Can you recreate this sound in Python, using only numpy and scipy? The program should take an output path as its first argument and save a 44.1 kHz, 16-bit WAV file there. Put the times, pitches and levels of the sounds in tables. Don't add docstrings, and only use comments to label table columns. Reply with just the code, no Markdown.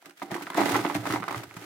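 import sys
import numpy as np
from scipy import signal
from scipy.fft import rfft, irfft, next_fast_len
from scipy.io import wavfile
from scipy.ndimage import map_coordinates

SR = 44100
rng = np.random.default_rng(int(sys.argv[2]) if len(sys.argv) > 2 else 0)


def persist_wave(psi):
    counts = np.round(np.clip(psi, -1, 1) * 32767).astype(np.int16)
    wavfile.write(sys.argv[1], SR, np.atleast_2d(counts).T)


def amplitude_ratio(level_db):
    exponent = np.asarray(level_db, float) / 20
    return 10 ** exponent


N = 72765


def unit(x):
    return x / np.sqrt(np.mean(x ** 2) + 1e-20)


def along(points, hz):
    f, value = np.transpose(points)
    return np.interp(np.log(hz + 1), np.log(f + 1), value)


def wobble(rate):
    knots = rng.standard_normal(int(N * rate / SR) + 4)
    return map_coordinates(knots, [np.arange(N) * rate / SR])


def filtered(x, response):
    m = next_fast_len(N + SR // 2)
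    hz = np.fft.rfftfreq(m, 1 / SR)
    return irfft(rfft(x, m) * response(hz), m)[..., :N]


def add(track, s, sound):
    part = track[..., max(round(s * SR), 0):][..., :sound.shape[-1]]
    part += sound[..., :part.shape[-1]]


# start in seconds [s], peak level [dB], knock pitch [Hz].
CLUMPS = [(0.0498, -45, 1550), (0.1087, -40.5, 1690), (0.1734, -58, 1840), (0.2223, -26, 787),
          (0.2308, -32.5, 907), (0.3083, -28, 800), (0.3159, -25.5, 835), (0.3204, -30, 706),
          (0.343, -26.5, 1980), (0.3527, -26, 900), (0.3635, -23.5, 1076), (0.3822, -29, 1078),
          (0.4094, -30, 910), (0.4246, -38.5, 790), (0.4332, -47, 1800), (0.4688, -25.5, 1890),
          (0.4731, -31, 1360), (0.5019, -23.5, 1090), (0.5105, -34.5, 1070), (0.5207, -31, 1077),
          (0.5342, -29.5, 1600), (0.5454, -26, 1540), (0.5501, -22.5, 1162), (0.5734, -18.5, 890),
          (0.5815, -11, 731), (0.5861, -18.5, 860), (0.5919, -13, 971), (0.5968, -22, 963),
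          (0.6052, -14, 809), (0.6159, -13, 984), (0.6336, -24, 935), (0.6585, -18, 776),
          (0.6619, -19, 740), (0.6833, -22, 766), (0.6885, -29, 1154), (0.6944, -22.5, 825),
          (0.7036, -26.5, 766), (0.7188, -34.5, 1190), (0.7275, -27.5, 1220), (0.7452, -15, 1243),
          (0.7496, -15, 1403), (0.756, -12, 1093), (0.7597, -14, 998), (0.7733, -33.5, 900),
          (0.7912, -23, 1130), (0.8084, -30.5, 920), (0.8126, -33, 763), (0.8175, -38.5, 850),
          (0.8491, -15, 975), (0.8531, -19, 674), (0.8584, -25.5, 682), (0.8673, -35.5, 717),
               (0.8786, -25, 1205), (0.899, -18, 1026), (0.9035, -24, 920), (0.9117, -24.5, 1153),
               (0.951, -19, 752), (0.9594, -23, 1434), (0.965, -27, 975), (0.9733, -39, 1010),
               (0.9856, -36, 1215), (1.0429, -42, 1110), (1.055, -21, 1067), (1.0636, -20.5, 1167),
               (1.068, -28, 1066), (1.0715, -20.5, 1286), (1.0936, -33, 1150), (1.1015, -23, 1095),
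               (1.1064, -19, 1422), (1.1151, -28.5, 1390), (1.1263, -27.5, 1130), (1.1358, -19.5, 1356),
               (1.1473, -23, 834), (1.1595, -16, 1067), (1.1635, -23, 932), (1.1732, -28, 970),
               (1.2006, -30.5, 1000), (1.2239, -25.5, 1324), (1.2305, -22, 1287), (1.2397, -25, 1365),
               (1.2531, -37.5, 1370), (1.2804, -19, 1126), (1.2864, -21.5, 1415), (1.2954, -25, 980),
               (1.3087, -21, 954), (1.3125, -28, 952), (1.3249, -22.5, 1054), (1.3454, -19.5, 1254),
               (1.3611, -31.5, 1247), (1.4332, -33.5, 1210), (1.4543, -43, 1350), (1.5091, -39.5, 1257),
               (1.5669, -33, 1180), (1.5716, -45, 1050), (1.5757, -39, 886), (1.6213, -45.5, 1028)]
# start in seconds [s], peak level [dB], knock
# pitch [Hz].
MORE_KNOCKS = [
    (0.2185, -23.5, 1100),
    (0.025, -46, 813),
    (1.9, -32, 1250),
    (1.399, -39, 2170),
    (0.865, -22.5, 3170),
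    (1.511, -36, 2160),
    (2.1, -29, 3500),
    (0.67, -24, 3150),
]


def clumps():
    knock_cycles, knock_db = 0.763, -0.5
    sag = 0.04
    tick_hz, tick_s, tick_db = 1997, 0.00132, -3.5
    bits_per_s, break_db, break_t60, lead_s = 3000, -17, 0.0417, 0.003
    knocks, debris = np.zeros((2, N)), np.zeros((2, N))
    t = np.arange(SR // 5) / SR
    before_db = -12 * (1 - t / lead_s) - 9
    after_db = -60 * (t - lead_s) / break_t60
    shed_db = np.where(t < lead_s, before_db, after_db)
    for s, db, hz in CLUMPS + MORE_KNOCKS:
        start = np.array([[0], [rng.uniform(0, 2 * np.pi)]])
        bits = rng.standard_normal((2, len(t)))
        landing = rng.random(len(t)) < bits_per_s / SR
        cycles = t * hz
        u = cycles / knock_cycles
        phase = 2 * np.pi * np.log(1 + sag * cycles) / sag
        knock = u * np.exp(1 - u) * np.sin(phase + start)
        skin_hz = tick_hz * (1 + 0.078 * bits[0, 0])
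        tick_swell = t / tick_s * np.exp(1 - 2 * t / tick_s)
        tick = amplitude_ratio(tick_db) * tick_swell * np.sin(2 * np.pi * skin_hz * t + start)
        add(knocks, s, amplitude_ratio(db + knock_db) * (knock + tick))
        shed = bits * landing * np.sqrt(SR / bits_per_s)
        add(debris, s - lead_s, amplitude_ratio(db + break_db + shed_db) * shed)
    return spread(*(knocks + filtered(debris, foam(0, -5.5))))


# start in seconds [s], peak level [dB].
FLOOR_THUDS = [(0.077, -82.5), (0.313, -50.5), (.43, -57), (0.601, -43), (0.728, -33.5), (0.778, -38.5),
               (0.95, -37), (0.979, -31.5), (1.099, -37.5), (1.15, -41.5), (1.203, -52), (1.3, -47),
               (1.362, -37.5), (1.472, -49), (1.563, -44)]
# start in seconds [s], deep panel [dB], upper panel [dB].
PANEL_BOOMS = [(0.088, -61.5, -44), (0.228, -35, -29.5), (0.316, -35.5, -27.5), (0.353, -40.5, -26.5),
               (0.42, -36, -34), (.46, -41.5, -51), (0.506, -47, -44), (.555, -33.5, -43.5),
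               (0.578, -22.5, -23), (.598, -24, -17), (0.615, -19.5, -25), (0.658, -23.5, -36.5),
               (0.709, -29, -24), (0.754, -21.5, -16.5), (0.78, -24.5, -26.5), (.82, -34, -36.5),
               (0.852, -24, -16), (.868, -26, -45), (0.899, -36.5, -26), (0.954, -23, -34),
               (.964, -24, -35.5), (1.07, -31, -48.5), (1.099, -25.5, -46), (1.137, -23.5, -32.5),
               (1.2, -32, -37.5), (1.31, -30, -30), (1.35, -33, -38), (1.44, -49, -42.5),
               (1.55, -44.5, -44.5), (1.619, -43, -44.5)]
# start in seconds [s], peak level [dB].
SOFT_PUSHES = [
    (0.229, -42),
    (0.317, -31.5),
    (0.347, -41),
    (0.594, -34),
    (0.749, -43.5),
    (0.953, -29),
    (1.096, -31.5),
    (1.201, -31.5),
    (1.566, -41.5),
]
# start in seconds [s], peak level [dB], pitch [Hz].
SIDE_WALL_RING = [
    (.226, -42.5, 753),
]


def thuds():
    boom_db, boom_rise_s = 0.5, 0.002054
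    # start s, level dB, pitch Hz, t60 s, rise s
    falls = [(s, db + 7.5, 114.95, 0.2866, 0.00595) for s, db in FLOOR_THUDS]
    falls += [(s, db + boom_db, hz, 0.367, boom_rise_s) for s, db, hz in SIDE_WALL_RING]
    falls += [(s, db + boom_db, 298.73, 0.1482, boom_rise_s) for s, db, _ in PANEL_BOOMS]
    falls += [(s, db + boom_db, 354.65, 0.08, boom_rise_s) for s, _, db in PANEL_BOOMS]
    falls += [(s, db + 6.5, 189.2, 0.0562, boom_rise_s) for s, db in SOFT_PUSHES]
    out, t = np.zeros(N), np.arange(SR // 3) / SR
    for s, db, hz, t60, rise_s in falls:
        detune = 0.012 * rng.standard_normal()
        drift = 0.0162 * wobble(31.7)[:len(t)]
        turns = np.cumsum(hz * (1 + detune + drift)) / SR
        level_db = db - 60 * t / t60 + 2.32 * wobble(59.7)[:len(t)]
        add(out, s, amplitude_ratio(level_db) * (1 - np.exp(-t / rise_s)) * np.sin(2 * np.pi * turns))
    return out


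# time in seconds [s], crumb fall [dB], fibre dust [dB].
SHOWER_LEVELS = [(0, -83.5, -81), (0.062, -53, -67), (.15, -75, -78.5), (.2, -61.5, -63.5), (.3, -49, -68),
                 (.33, -40, -56), (0.539, -55.5, -62), (0.572, -30, -45.5), (.79, -32.5, -47.5),
                 (0.829, -39.5, -51), (1.031, -45, -57.5), (1.07, -41.5, -49), (1.159, -36.5, -49),
                 (1.2, -47.5, -63), (1.27, -47.5, -62), (1.379, -41, -54.5), (1.47, -56.5, -67),
                 (1.65, -49, -59.5)]


def crumbs():
    crumbs_per_s, spread_db, biggest = 2000, 4, 0.04
    s, fall_db, _ = np.transpose(SHOWER_LEVELS)
    when, rarity, _, side = rng.random((round(crumbs_per_s * N / SR), 4)).T
    size = amplitude_ratio(-spread_db * np.log(rarity + biggest))
    at = (when * N).astype(int)
    taps = np.array([np.bincount(at, size, N), np.bincount(at, size * np.sign(side - 0.5), N)])
    taps = taps / np.linalg.norm(size) * np.sqrt(N)
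    level_db = np.interp(np.arange(N) / SR, s, fall_db) + wobble(40.62)
    return spread(*filtered(taps * amplitude_ratio(level_db), foam(-8, -4)))


# start in seconds [s], peak level [dB].
FIBRE_TEARS = [(0.0546, -41.5), (0.17, -46), (0.2228, -35.5), (0.308, -34.5), (0.3415, -29.5),
               (0.409, -46.5), (0.4192, -34.5), (0.5703, -24.5), (0.6339, -45.5), (0.6644, -40.5),
               (0.6893, -23), (0.7158, -29.5), (0.7405, -25), (0.7617, -24.5), (0.9445, -26.5),
               (.956, -27.5), (1.0645, -30), (1.1044, -34), (1.1364, -30), (1.1983, -40.5), (1.279, -34),
               (1.3064, -33), (1.3545, -33.5), (1.3784, -40), (1.4314, -36), (1.5638, -35.5),
               (1.6018, -54.5), (1.6202, -39.5)]
# start in seconds [s], peak level [dB].
FIBRE_SNAPS = [(.0105, -57), (0.0165, -50), (0.0226, -48), (0.0947, -44.5), (0.107, -45.5), (0.196, -45),
               (.3135, -30.5), (0.3324, -41.5), (.364, -35), (.432, -39), (0.5006, -32.5), (0.5435, -32),
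               (0.6557, -28.5), (.718, -24.5), (.761, -28), (0.7994, -46.5), (1.1224, -28.5), (1.238, -39),
               (1.325, -32.5), (1.539, -41)]
# frequency [Hz], level per hertz [dB].
HISS_COLOUR = [(880, -14), (1500, -2), (2740, -7.5), (3840, -11), (12700, -18.5), (16000, -22)]


def fibres():
    dust_db, tear_db, tear_rise, sputter_db = 4.5, -7, 0.2837, 1.8
    s, _, level_db = np.transpose(SHOWER_LEVELS)
    t = np.arange(N) / SR
    power = amplitude_ratio(dust_db + np.interp(t, s, level_db) + wobble(69.08)) ** 2
    for table, length_s in ((FIBRE_TEARS, 0.01118), (FIBRE_SNAPS, 0.0051)):
        for at, db in table:
            u = np.clip((t - at) / length_s, 0, None)
            envelope = (1 - np.exp(-u / tear_rise)) * np.exp(-u ** 2)
            power = power + (amplitude_ratio(db + tear_db) * envelope) ** 2
    colour = [(700, -55.5)] + HISS_COLOUR
    hiss = unit(filtered(rng.standard_normal((2, N)), lambda f: amplitude_ratio(along(colour, f))))
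    return 1.783 * np.sqrt(power) * amplitude_ratio(sputter_db * wobble(400)) * hiss


def resonance(f, hz, width):
    return 1j * f * width / (hz * hz - f * f + 1j * f * width)


# pitch [Hz], width [Hz], level [dB].
WALL_MODES = [(595.9, 86.6, 1.5), (746.3, 29.4, 7), (800, 26.5, 6.5), (988.6, 49.7, 4), (1182.4, 127.6, 3),
              (1355.6, 116, 1.5), (1491, 102.5, -0.5), (2023, 211, 1), (3510, 2370, -9)]


def walls(f):
    return sum((-1) ** k * amplitude_ratio(db) * resonance(f, hz, width)
               for k, (hz, width, db) in enumerate(WALL_MODES))


# pitch [Hz], level [dB], decay t60 in seconds [s].
PANEL_MODES = [(177.2, -7.5, 0.078), (211.2, -2.5, 0.046), (293.16, 7.5, 0.1354), (345.4, 2, 0.0436),
               (432.7, -11, 0.029)]


def panels(f):
    return sum(amplitude_ratio(db) * resonance(f, hz, np.log(1000) / np.pi / t60) for hz, db, t60 in PANEL_MODES)


def foam(wall_db, panel_db):
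    contact_s = 0.0001423

    def response(f):
        soft = (1j * f / (90 + 1j * f)) / (1 + 2j * np.pi * f * contact_s / 3) ** 2
        return (8 * amplitude_ratio(wall_db) * walls(f) + 12 * amplitude_ratio(panel_db) * panels(f)) * soft
    return response


# frequency [Hz], t60 in seconds [s].
ROOM_DECAY = [(200, 0.208), (2000, 0.1496), (10000, 0.299)]


def room(x):
    hz, t, z = signal.stft(rng.standard_normal((2, SR // 2)), SR, nperseg=256)
    decay = amplitude_ratio(-60 * t / along(ROOM_DECAY, hz)[:, None])
    tail = signal.istft(z * decay, SR, nperseg=256)[1]
    tail = tail / np.linalg.norm(tail[0])
    late = np.pad(x, (300, 0))[None]
    return signal.fftconvolve(late, tail, axes=1)[:, :N]


# frequency [Hz], level per hertz [dB].
AIR_COLOUR = [(18, -46), (30, -35.5), (303, -42), (569, 13), (1320, -14), (16000, -5)]


def still_air():
    return unit(filtered(rng.standard_normal((2, N)), lambda f: amplitude_ratio(along(AIR_COLOUR, f))))


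# frequency [Hz], left-right likeness [0 to 1].
LIKENESS = [(100, 0.85), (400, 0.836), (1400, 0.552), (3100, 0.26), (7000, 0)]


def spread(near, other):
    def mid_side(f):
        turn = np.arccos(np.clip(along(LIKENESS, f), -1, 1)) / 2
        return np.array([np.cos(turn), np.sin(turn)])
    mid, side = filtered(np.array([near, other]), mid_side)
    return np.array([mid + side, mid - side])


def scene():
    box = clumps() + thuds() + crumbs() + fibres()
    air = spread(*still_air())
    echoes = spread(*room(box.mean(0)))
    return box + amplitude_ratio(-9) * echoes + amplitude_ratio(-71) * air


def band_limit(x):
    return signal.sosfilt(signal.butter(12, 16620, fs=SR, output="sos"), x)


# frequency [Hz], left minus right [dB].
PORT_LEAN = [(100, -3), (1000, -3), (6000, -2), (14000, 2.5)]


def record(dry):
    def microphones(f):
        ports = amplitude_ratio(along(PORT_LEAN, f) * np.array([[0.5], [-0.5]]))
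        bass_cut = (1j * f / (75 + 1j * f)) ** 2
        return ports * bass_cut * (f < 15950)
    mix = filtered(dry, microphones)
    return band_limit(mix)


dry = scene()
out = record(dry)
persist_wave(out)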